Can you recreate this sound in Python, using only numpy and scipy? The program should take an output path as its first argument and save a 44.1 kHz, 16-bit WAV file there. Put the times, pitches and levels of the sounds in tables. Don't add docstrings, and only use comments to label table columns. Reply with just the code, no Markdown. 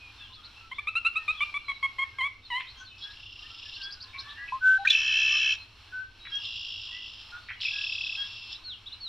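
import sys
import numpy as np
from scipy import signal
from scipy.fft import rfft, irfft, next_fast_len
from scipy.io import wavfile
from scipy.ndimage import map_coordinates

SR = 44100
rng = np.random.default_rng(int(sys.argv[2]) if len(sys.argv) > 2 else 0)


def to_wav(sig):
    pcm = np.clip(np.atleast_2d(sig), -1, 1) * 32767
    pcm = np.round(pcm).astype(np.int16)
    wavfile.write(sys.argv[1], SR, pcm.T)


N = 400428

# hz, level_db
RUMBLE_SPECTRUM = [(20, -2.5), (65, -1.5), (97, -5), (111, -1.5), (130, -19), (278, -16), (700, -26.5),
                   (910, -64.5), (1540, -120)]
CHORUS_SPECTRUM = [(350, -59), (650, -16), (851, -8), (1210, -6), (2010, -12.5), (2270, -7), (2460, -7),
                   (2650, 0), (2900, -4), (3200, -3.5), (3680, -8), (4260, -2.5), (4560, -13), (5600, -11),
                   (6120, -23.5), (14800, -36)]
RUMBLE_DB, CHORUS_DB = -58.5, -55.5
# hz, correlation (0-1)
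STEREO_LIKENESS = [(120, 1), (300, 0.81), (1000, 0.9), (3000, 0.79), (5000, 0.91), (8000, 0.057)]
# start_s, length_s, start_hz, end_hz, half_fall (share of length), peak_db
WHISTLES = [(0, .11, 2524, 2422, 0.396, -49.5), (0.178, .1, 3630, 3120, .55, -49),
            (1.367, 0.099, 3650, 2690, 0.3, -40), (1.637, 0.15, 4190, 3980, 0.12, -49.5),
            (2.451, 0.03, 4400, 3970, 0.384, -48), (2.849, 0.052, 4620, 3970, 0.29, -50),
            (8.637, 0.12, 4350, 2785, 0.64, -39.5), (9.002, 0.13, 4440, 3100, .58, -38)]
# hz, t60_s
REED_DECAY = [(500, 0.2), (2200, 0.4), (5000, 0.18), (10000, 0.35)]
# start_s, length_s, top_hz, sung (share of the arch), peak_db, roughness (0-1)
CHIRPS = [(0.324, 0.043, 4290, 0.8, -49, 0.5), (0.431, 0.049, 4260, .9, -47.5, 0.4),
          (2.668, 0.053, 4390, 0.46, -47, 0.37), (3.016, 0.034, 4330, 0.5, -44, 0.54),
          (3.098, 0.031, 4360, .4, -49, 0.26), (3.728, 0.042, 4500, 0.56, -46, 0.4),
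          (3.815, .048, 4950, 0.92, -39.5, 0.65), (3.905, 0.05, 5040, 0.94, -41.5, 0.7),
          (4, 0.052, 4800, 0.92, -42.5, 0.77), (4.182, .03, 4340, 1, -37.5, 0.2),
          (4.281, 0.055, 3740, 0.82, -45.5, 0.63), (8.544, 0.028, 4030, 0.7, -43, .2),
          (8.86, 0.032, 3900, 1, -40, 0.1), (8.918, .032, 4130, 0.88, -39.5, 0)]
# start_s, length_s, pitch_hz, bend (share of pitch), level_db
CHIPS = [(.715, 0.024, 1046, 0.072, -35), (0.784, .018, 1159, 0.054, -30.5),
         (0.872, 0.029, 1258, 0.12, -27.5), (0.954, 0.039, 1338, 0.07, -24),
         (1.049, 0.038, 1331, 0.07, -23.5), (1.157, 0.037, 1278, 0.061, -27),
         (1.28, 0.042, 1239, 0.062, -27), (1.406, 0.037, 1168, .04, -26.5),
         (1.541, 0.042, 1153, 0.037, -30.5), (1.683, 0.042, 1112, -0.038, -31.5),
         (1.828, 0.041, 1089, -0.02, -28), (1.985, 0.06, 1080, 0.025, -28),
         (2.186, 0.097, 1087, .11, -28.5), (2.503, .11, 1010, 0.11, -32)]
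# hz, level_db
CHIP_THROAT = [(1000, -3.5), (1350, -9.5), (2100, 2), (2700, 2), (3300, -9.5), (4000, -13), (4500, -37),
               (6300, -43), (7400, -38), (8500, -46), (9400, -33), (10500, -71)]
CHIP_SNAP = [(300, -3), (2500, 11), (4000, -9), (4700, -27), (9600, -13), (11000, -45.5)]
LONG_CHIP_S = 0.0551
# start_s, length_s, pitch_hz, peak_db, roughness (0 = clear)
SQUAWKS = [(2.594, 0.028, 2620, -37, 0.85), (2.772, 0.063, 5990, -58, .8), (4.131, .055, 2317, -42, 0.24),
           (4.185, 0.044, 5160, -48, 0.73), (4.476, 0.028, 2490, -40, 0.31), (6.25, 0.033, 2035, -43, 0.78),
           (6.352, 0.0088, 5640, -44.5, 0.37), (6.442, 0.028, 3490, -35.5, 0.57),
           (7.32, 0.071, 1440, -40.5, 0.14), (7.484, 0.048, 2114, -37, 0.64),
           (7.6, 0.059, 3580, -34.5, 1.25), (7.649, .014, 2557, -26.5, 0.06),
           (7.664, .022, 2340, -36, 0.09)]
# start_s, length_s, pitch_hz, peak_db
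FAR_NOTES = [(2.802, 0.043, 1510, -47.5), (3.007, 0.069, 3354, -42), (3.8, 0.12, 1595, -47.5),
             (3.825, 0.076, 3355, -43), (3.031, .12, 1654, -53.5), (4.143, 0.076, 1086, -48.5),
             (4.228, 0.19, 1749, -50.5), (4.256, 0.066, 1128, -49.5), (4.37, 0.11, 1658, -45),
             (4.376, 0.091, 1948, -43.5), (5.3, 0.086, 1182, -50), (5.314, .085, 5330, -38.5),
             (5.582, .07, 4150, -50.5), (5.922, .13, 1520, -37), (6.196, .12, 3893, -48.5),
             (6.305, 0.083, 1644, -49.5), (6.319, 0.068, 3270, -31.5), (6.914, 0.091, 1970, -49.5),
             (7.716, 0.15, 1660, -50.5), (8.165, 0.1, 3284, -33.5), (8.17, 0.082, 1636, -49)]
# time_s, tone_db, rasp_db (each shifted by its trill's offsets)
SLOW_LEVELS = [(2.98, -80, -52), (3.17, -48, -57), (3.22, -43, -58), (3.6, -44, -50), (3.83, -40, -48.5)]
FAST_LEVELS = [(6.3, -61, -51.5), (6.39, -45, -51.5), (6.45, -39.5, -44.5), (6.85, -41.5, -44.5),
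               (7.02, -41, -51), (7.07, -45, -48), (7.32, -58.5, -55)]
TWO_NOTE_LEVELS = [(7.61, -45, -36.5), (7.66, -32.5, -39), (8.03, -32.5, -40.5), (8.17, -35, -43.5)]
FAINT_LEVELS = [(8.16, -44, -44), (8.35, -42.5, -45.5), (8.48, -41.5, -48.5), (8.53, -47, -37),
                (8.58, -49, -75)]
# time_s, rate_hz (syllables a second)
SLOW_RATE = [(3.351, 31.57), (3.56, 21.54), (3.665, 32.7), (3.78, 21.83)]
FAST_RATE = [(6.47, 57.68), (6.6, 56.1), (6.759, 53.04)]
TWO_NOTE_RATE = [(7.771, 39.25), (7.87, 35.04), (8.17, 35.1)]
FAINT_RATE = [(8.16, 50.3)]
# position (share of cycle), pitch_hz, relative level_db
SLOW_SYLLABLE = [(0, 2764, 9.5), (.13, 2760, 7), (.22, 3170, -3), (.4, 3140, -8), (.6, 3000, -18),
                 (.86, 2760, -1.5)]
FAST_SYLLABLE = [(0, 2713, 1.5), (.2, 2910, -6.5), (.4, 3318, -3), (.6, 3350, -13), (.82, 2830, -5.5)]
TWO_NOTE_SYLLABLE = [(0, 2660, 9), (0.099, 2692, 8), (.14, 3565, -6), (.25, 3342, 7.5), (.36, 3274, -5.5),
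                     (.5, 3300, -15), (.78, 2616, -7.5), (.9, 2595, 6)]
FAINT_SYLLABLE = [(0, 2720, -3), (.35, 2690, -6), (.7, 2740, -7)]
# hz, level_db
FAR_RASP = [(1800, -29.5), (2300, -19), (2600, -2), (3400, 9), (4400, -3.5), (5300, 8), (5850, -10.5),
            (6150, -61), (7100, -17.5), (9000, -54.5)]
# start_s, length_s, pitch_hz, peak_db, attack_s, release_s
OPENING = [(4.521, 0.076, 1053, -29.5, 0.0035, 0.052), (4.602, 0.18, 1526, -16, 0.086, .0063),
           (4.778, 0.065, 792, -35.5, 0.026, 0.004)]
# hz, level_db
OPENING_AIR = [(1500, -22.5), (2700, -2), (3400, 0), (4700, -14), (5600, -11.5), (8200, -19), (9000, -43.5)]
# start_s, length_s, pitch_hz, peak_db, roughness (0-1)
BREAK = [(4.848, 0.023, 1559, -24, 0.22), (4.849, 0.014, 1823, -25.5, .15), (4.872, 0.0096, 2440, -14, .15),
         (4.877, 0.016, 3800, -29.5, 1), (4.885, 0.011, 2580, -25, 0.01), (4.897, 0.038, 3420, -24.5, 0.4),
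         (4.892, 0.032, 3920, -29.5, .15), (4.9008, 0.012, 3434, -13.5, 0.45),
         (4.936, .008, 2600, -21.5, .3), (4.949, 0.0085, 2576, -17, 0)]
# hz, level_db
BREAK_RASP = [(1500, -32.5), (2500, 4), (4200, 5), (4800, -14.5), (6200, -6.5), (8500, -26.5), (15000, -31)]
# time_s, low_note_db, high_note_db, rasp_db
BUZZ_LEVELS = [(4.896, -46, -43, -33.5), (4.94, -22, -28, -32), (5.04, -27.5, -28.5, -34.5),
               (5.13, -22, -26.5, -32), (5.23, -21.5, -27.5, -32), (5.526, -23.5, -24.5, -33)]
# time_s, rate_hz (syllables a second)
BUZZ_RATE = [(4.97, 71.7), (5.02, 65.0), (5.15, 65.5), (5.2, 65.4)]
# lead_s, length_s, pitch_hz, glide (share of pitch)
BUZZ_PAIR = [(0, .017, 2646, 0.0035), (.0056, .012, 3081, 0.023)]
# hz, level_db
BUZZ_RASP = [(600, -35), (1400, -13), (1800, 3), (1950, -20.5), (2090, -24.5), (2200, -0.5), (2450, 4.5),
             (2820, 4), (3300, 9), (3520, -5.5), (3630, -27.5), (3760, -29.5), (3900, 1), (4250, -4),
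             (4450, -15), (5300, 0.5), (5850, 1), (6150, -31.5), (6800, -14.5), (8700, -51.5),
             (9800, -38.5), (11300, -60), (13200, -35), (15000, -45.5)]
BUZZ_DIPS = [(1900, 0), (2030, -14), (2170, 0), (3500, 0), (3680, -20), (3860, 0), (5900, 0), (6120, -14),
             (6600, 0)]
TOP_HZ = 14850


def amp(db):
    return 10 ** (np.asarray(db) / 20)


def unit(x):
    return x / np.sqrt(np.mean(x ** 2) + 1e-20)


def along(points, hz):
    f, v = np.transpose(points)
    return np.interp(np.log(hz + 1), np.log(f + 1), v)


def wobble(rate, size):
    knots = rng.standard_normal(int(size * rate / SR) + 4)
    return map_coordinates(knots, [np.arange(size) * rate / SR])


def filtered(x, response):
    n = x.shape[-1]
    m = next_fast_len(n + 8192)
    return irfft(rfft(x, m) * response(np.fft.rfftfreq(m, 1 / SR)), m)[..., :n]


def noise(spectrum, size):
    return unit(filtered(rng.standard_normal(size), lambda hz: amp(along(spectrum, hz))))


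def phase_of(hz):
    return 2 * np.pi * np.cumsum(hz) / SR


def gate(t, attack, release):
    return np.clip((t - t[0]) / attack, 0, 1) * np.clip((t[-1] - t) / release, 0, 1)


def add(track, s, sound):
    part = track[max(round(s * SR), 0):][:len(sound)]
    part += sound[:len(part)]


def air(spectrum):
    def turn(hz):
        return np.arccos(np.clip(along(STEREO_LIKENESS, hz), -1, 1)) / 2
    mid = filtered(noise(spectrum, N), lambda hz: np.cos(turn(hz)))
    side = filtered(noise(spectrum, N), lambda hz: np.sin(turn(hz)))
    return unit(np.array([mid + side, mid - side]))


def marsh(hum_hz=97, hum_db=-67):
    swell_db = wobble(3, N) + 1.6 * wobble(10, N)
    chorus = air(CHORUS_SPECTRUM) * amp(CHORUS_DB + swell_db)
    hum_tone = unit(np.sin(phase_of(hum_hz + 1.67 * wobble(0.68, N))))
    hum = amp(hum_db + 0.75 * wobble(2.0, N)) * hum_tone
    return chorus + amp(RUMBLE_DB) * air(RUMBLE_SPECTRUM) + hum


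def notes(rows, second_db, scatter_hz, flutter, swell):
    out = np.zeros(N)
    for s, length, *path_hz, db, rough in rows:
        u = np.linspace(0, 1, int(length * SR))
        curve = np.polyfit(np.linspace(0, 1, len(path_hz)), path_hz, len(path_hz) - 1)
        phase = phase_of(np.polyval(curve, u) + rough * scatter_hz * wobble(1500, len(u)))
        tone = np.sin(phase) + amp(second_db) * np.sin(2 * phase)
        shaken = unit(tone * (1 + rough * flutter * wobble(800, len(u))))
        add(out, s, amp(db) * np.sin(np.pi * u) ** swell * shaken)
    return out


def whistles(rough=.04):
    rows = []
    u = np.linspace(0, 1, num=7)
    for s, length, high, low, turn, db in WHISTLES:
        warp = np.log(.5) / np.log(np.clip(turn, .05, .9))
        fall = np.sin(np.pi / 2 * u ** warp) ** 2
        rows.append((s, length, *(high - fall * (high - low)), db, rough))
    return notes(rows, second_db=-53.5, scatter_hz=430, flutter=.64, swell=0.59)


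def chatter(count, low_hz, high_hz, length, glide, db):
    when, pitch, span, size, first, last = rng.random((count, 6)).T
    hz = low_hz * (high_hz / low_hz) ** pitch
    ends = hz * (1 + glide * (np.array([first, last]) - .5))
    rough = np.full(count, .1)
    return np.column_stack([when * N / SR, length * (.5 + span), ends[0], hz, ends[1], db - 6 * size, rough])


def distant_voices():
    twitters = chatter(count=80, low_hz=2500, high_hz=4500, length=.05, glide=.15, db=-63)
    calls = chatter(count=36, low_hz=950, high_hz=2000, length=.06, glide=.12, db=-69)
    return notes(np.vstack([twitters, calls]), second_db=-40.5, scatter_hz=500, flutter=0.55, swell=0.48)


def reeds(x, delay=.006):
    hz, t, z = signal.stft(rng.standard_normal((2, SR // 2)), SR, nperseg=256)
    decay = amp(-60 * t / along(REED_DECAY, hz)[:, None])
    mid, side = signal.istft(z * decay, SR, nperseg=256)[1]
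    tail = (mid + np.array([[.5], [-.5]]) * side) / np.linalg.norm(mid)
    late = np.pad(x, (int(delay * SR), 0))
    return signal.fftconvolve(late[None], tail, axes=1)[:, :N]


def chirps(depth=0.15):
    rows = []
    for s, length, hz, sung, db, rough in CHIRPS:
        arch = 1 - depth * np.cos(np.pi * np.linspace(0, sung, num=5)) ** 2
        rows.append((s, length, *(hz * arch), db, rough))
    return notes(rows, second_db=-42, scatter_hz=380, flutter=.6, swell=.5)


def chips(shimmer_db=2.0, attack=0.0028, release=0.0045, snap_db=-10, snap_decay=0.0021, breath_db=-33,
          swell_depth=0.57, scoop=0.063, scoop_s=.0014, catch=0.02, catch_s=0.0027):
    out = np.zeros(N)
    k = np.arange(1, 11)[:, None]
    for s, length, hz, rise, db in CHIPS:
        t = np.arange(int(length * SR)) / SR
        sag = np.clip(length - LONG_CHIP_S, 1 / SR, .028)
        bend = np.interp(t, [0, sag, sag + .68 * (length - sag), length], [0.13, -0.57, 0.394, 0.28])
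        shake = .012 + catch * np.exp(-t / catch_s)
        jitter = .004 * wobble(250, len(t)) + shake * wobble(1200, len(t))
        pitch = hz * (1 + rise * bend - scoop * np.exp(-t / scoop_s) + jitter)
        harmonics = amp(along(CHIP_THROAT, k * pitch)) * np.sin(k * phase_of(pitch))
        voice = unit(np.sum(harmonics, axis=0))
        snap = noise(CHIP_SNAP, len(t)) * (amp(snap_db) * np.exp(-t / snap_decay) + amp(breath_db))
        swell = unit(1 + swell_depth * np.sin(np.pi * t / length))
        level = gate(t, attack, release) * amp(db + shimmer_db * wobble(106, len(t)))
        add(out, s - attack / 2, (voice * swell + snap) * level)
    return out


def squawks():
    rows = [(s, length, hz, hz, hz, db, rough) for s, length, hz, db, rough in SQUAWKS]
    return notes(rows, second_db=-33.5, scatter_hz=480, flutter=0.87, swell=0.59)


def far_notes(rise=0.014, rough=0.019, clear_db=-35, blur=1.0):
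    rows = []
    for s, length, hz, db in FAR_NOTES:
        blurred = rough * amp(blur * (clear_db - db))
        rows.append((s, length, hz * (1 - rise), hz, hz * (1 + rise), db, blurred))
    return notes(rows, second_db=-50, scatter_hz=520, flutter=.9, swell=0.45)


def trill(levels, rates, syllable, rasp, scatter_hz, flutter, edge_hz, tone_db, rasp_db, rasp_pulsing,
          second_db=-24):
    s, loud, harsh = np.transpose(levels)
    t = np.arange(int(s[0] * SR), int(s[-1] * SR)) / SR
    cycle = np.cumsum(np.interp(t, *np.transpose(rates))) / SR
    share, hz, db = np.transpose(syllable)
    pulse = unit(amp(np.interp(cycle, share, db, period=1) + wobble(59.15, len(t))))
    phase = phase_of(np.interp(cycle, share, hz, period=1) + scatter_hz * wobble(1400, len(t)))
    tone = pulse * (np.sin(phase) + amp(second_db) * np.sin(2 * phase))
    tone = tone * (1 + flutter * wobble(1300, len(t)))
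    tone = unit(filtered(tone, lambda f: 1 / (1 + (edge_hz / (f + 1)) ** 24) / (1 + (f / 6000) ** 40)))
    hiss = noise(rasp, len(t)) * unit(pulse ** rasp_pulsing * amp(1.2 * wobble(45, len(t))))
    song = amp(np.interp(t, s, loud) + tone_db) * tone
    song = song + amp(np.interp(t, s, harsh) + rasp_db) * hiss
    out = np.zeros(N)
    add(out, s[0], song * gate(t, 0.0012, 0.005))
    return out


def opening(rise=0.021, scoop_hz=170, scoop_s=0.0041, fade_db=9, air_db=-31):
    out = np.zeros(N)
    for s, length, hz, db, attack, release in OPENING:
        t = np.arange(int(length * SR)) / SR
        u = t / length
        phase = phase_of(hz * (1 + rise * (u - .5)) - scoop_hz * np.exp(-t / scoop_s))
        swell = np.sin(np.pi / 2 * gate(t, attack, release)) ** 2
        voice = unit(np.sin(phase)) + amp(air_db) * noise(OPENING_AIR, len(t))
        add(out, s, swell * amp(db - fade_db * u ** 4) * voice)
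    return out


def harsh_break(rise=0.066, buzz_hz=300, buzz_depth=0.36, scatter_hz=200, rasp_db=-4, swell=0.73):
    out = np.zeros(N)
    for s, length, hz, db, rough in BREAK:
        u = np.linspace(0, 1, int(length * SR))
        phase = phase_of(hz * (1 + rise * (u - .5)) + rough * scatter_hz * wobble(1600, len(u)))
        pulsing = 1 + rough * buzz_depth * np.sin(2 * np.pi * buzz_hz * length * u)
        rasp = rough * amp(rasp_db) * noise(BREAK_RASP, len(u))
        voice = pulsing * (unit(np.sin(phase)) + rasp)
        add(out, s, amp(db) * np.sin(np.pi * u) ** swell * unit(voice))
    return out


def buzz(side_hz, side_db, second_db, scatter_hz=30, detune_hz=22, pulsing=.4, release=.045):
    s, low_db, high_db, rasp_db = np.transpose(BUZZ_LEVELS)
    t = np.arange(int(s[0] * SR), int((s[-1] + release) * SR)) / SR
    cycle = np.cumsum(np.interp(t, *np.transpose(BUZZ_RATE))) / SR
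    last_beat = round(np.interp(s[-1], t, cycle))
    beats = np.interp(np.arange(1, last_beat + 1), cycle, t)
    out = np.zeros(N)
    for (lead, length, hz, glide), db in zip(BUZZ_PAIR, (low_db, high_db)):
        u = np.linspace(0, 1, int(length * SR))
        for beat in beats:
            pitch = hz * (1 + glide * (u - .5)) + detune_hz * rng.normal() + scatter_hz * wobble(900, len(u))
            phase = phase_of(pitch) + 2 * np.pi * rng.random()
            shake = 1 + amp(side_db) * np.sin(phase_of(side_hz + scatter_hz * wobble(900, len(u))))
            tone = unit(shake * (np.sin(phase) + amp(second_db) * np.sin(2 * phase)))
            note = tone * np.sin(np.pi * u) ** 2
            add(out, beat - lead - length / 2, note * amp(np.interp(beat, s, db)))
    high_lead = BUZZ_PAIR[1][0]
    pulse = 1 + pulsing * np.cos(2 * np.pi * np.interp(t + high_lead, t, cycle))
    rasp = noise(BUZZ_RASP, len(t)) * pulse * amp(np.interp(t, s, rasp_db))
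    add(out, s[0], rasp * gate(t, .002, release))
    return filtered(out, lambda hz: amp(along(BUZZ_DIPS, hz)))


def scene():
    far = whistles() + chirps() + squawks() + far_notes()
    distant = distant_voices()
    chipper = chips()
    trills = trill(SLOW_LEVELS, SLOW_RATE, SLOW_SYLLABLE, FAR_RASP, scatter_hz=92.1, flutter=0.094,
                   edge_hz=2750, tone_db=-5.5, rasp_db=2.0, rasp_pulsing=0.16)
    trills += trill(TWO_NOTE_LEVELS, TWO_NOTE_RATE, TWO_NOTE_SYLLABLE, FAR_RASP, scatter_hz=50, flutter=0.05,
                    edge_hz=2150, tone_db=-2.5, rasp_db=1.5, rasp_pulsing=0.081)
    blurred = trill(FAST_LEVELS, FAST_RATE, FAST_SYLLABLE, FAR_RASP, scatter_hz=55, flutter=.08,
                    edge_hz=2550, tone_db=-.5, rasp_db=1, rasp_pulsing=.55)
    blurred += trill(FAINT_LEVELS, FAINT_RATE, FAINT_SYLLABLE, FAR_RASP, scatter_hz=70.4, flutter=0.19,
                     edge_hz=2270, tone_db=-5.5, rasp_db=0.0, rasp_pulsing=.06)
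    pure = opening()
    near = harsh_break() + buzz(side_hz=895, side_db=-15, second_db=-26.5)
    near_send = amp(-19.5) * pure + amp(-14.0) * near
    far_send = amp(-6.5) * far + amp(-12.5) * trills + amp(-9.0) * blurred + amp(12.5) * distant
    echoes = reeds(near_send) + reeds(far_send) + reeds(amp(-12.5) * chipper)
    pure_stereo = pure * amp([[.5], [-.5]])
    return pure_stereo + near + far + trills + blurred + distant + chipper + echoes + marsh()


def record(dry):
    return filtered(dry, lambda hz: hz < TOP_HZ)


dry = scene()
out = record(dry)
to_wav(out)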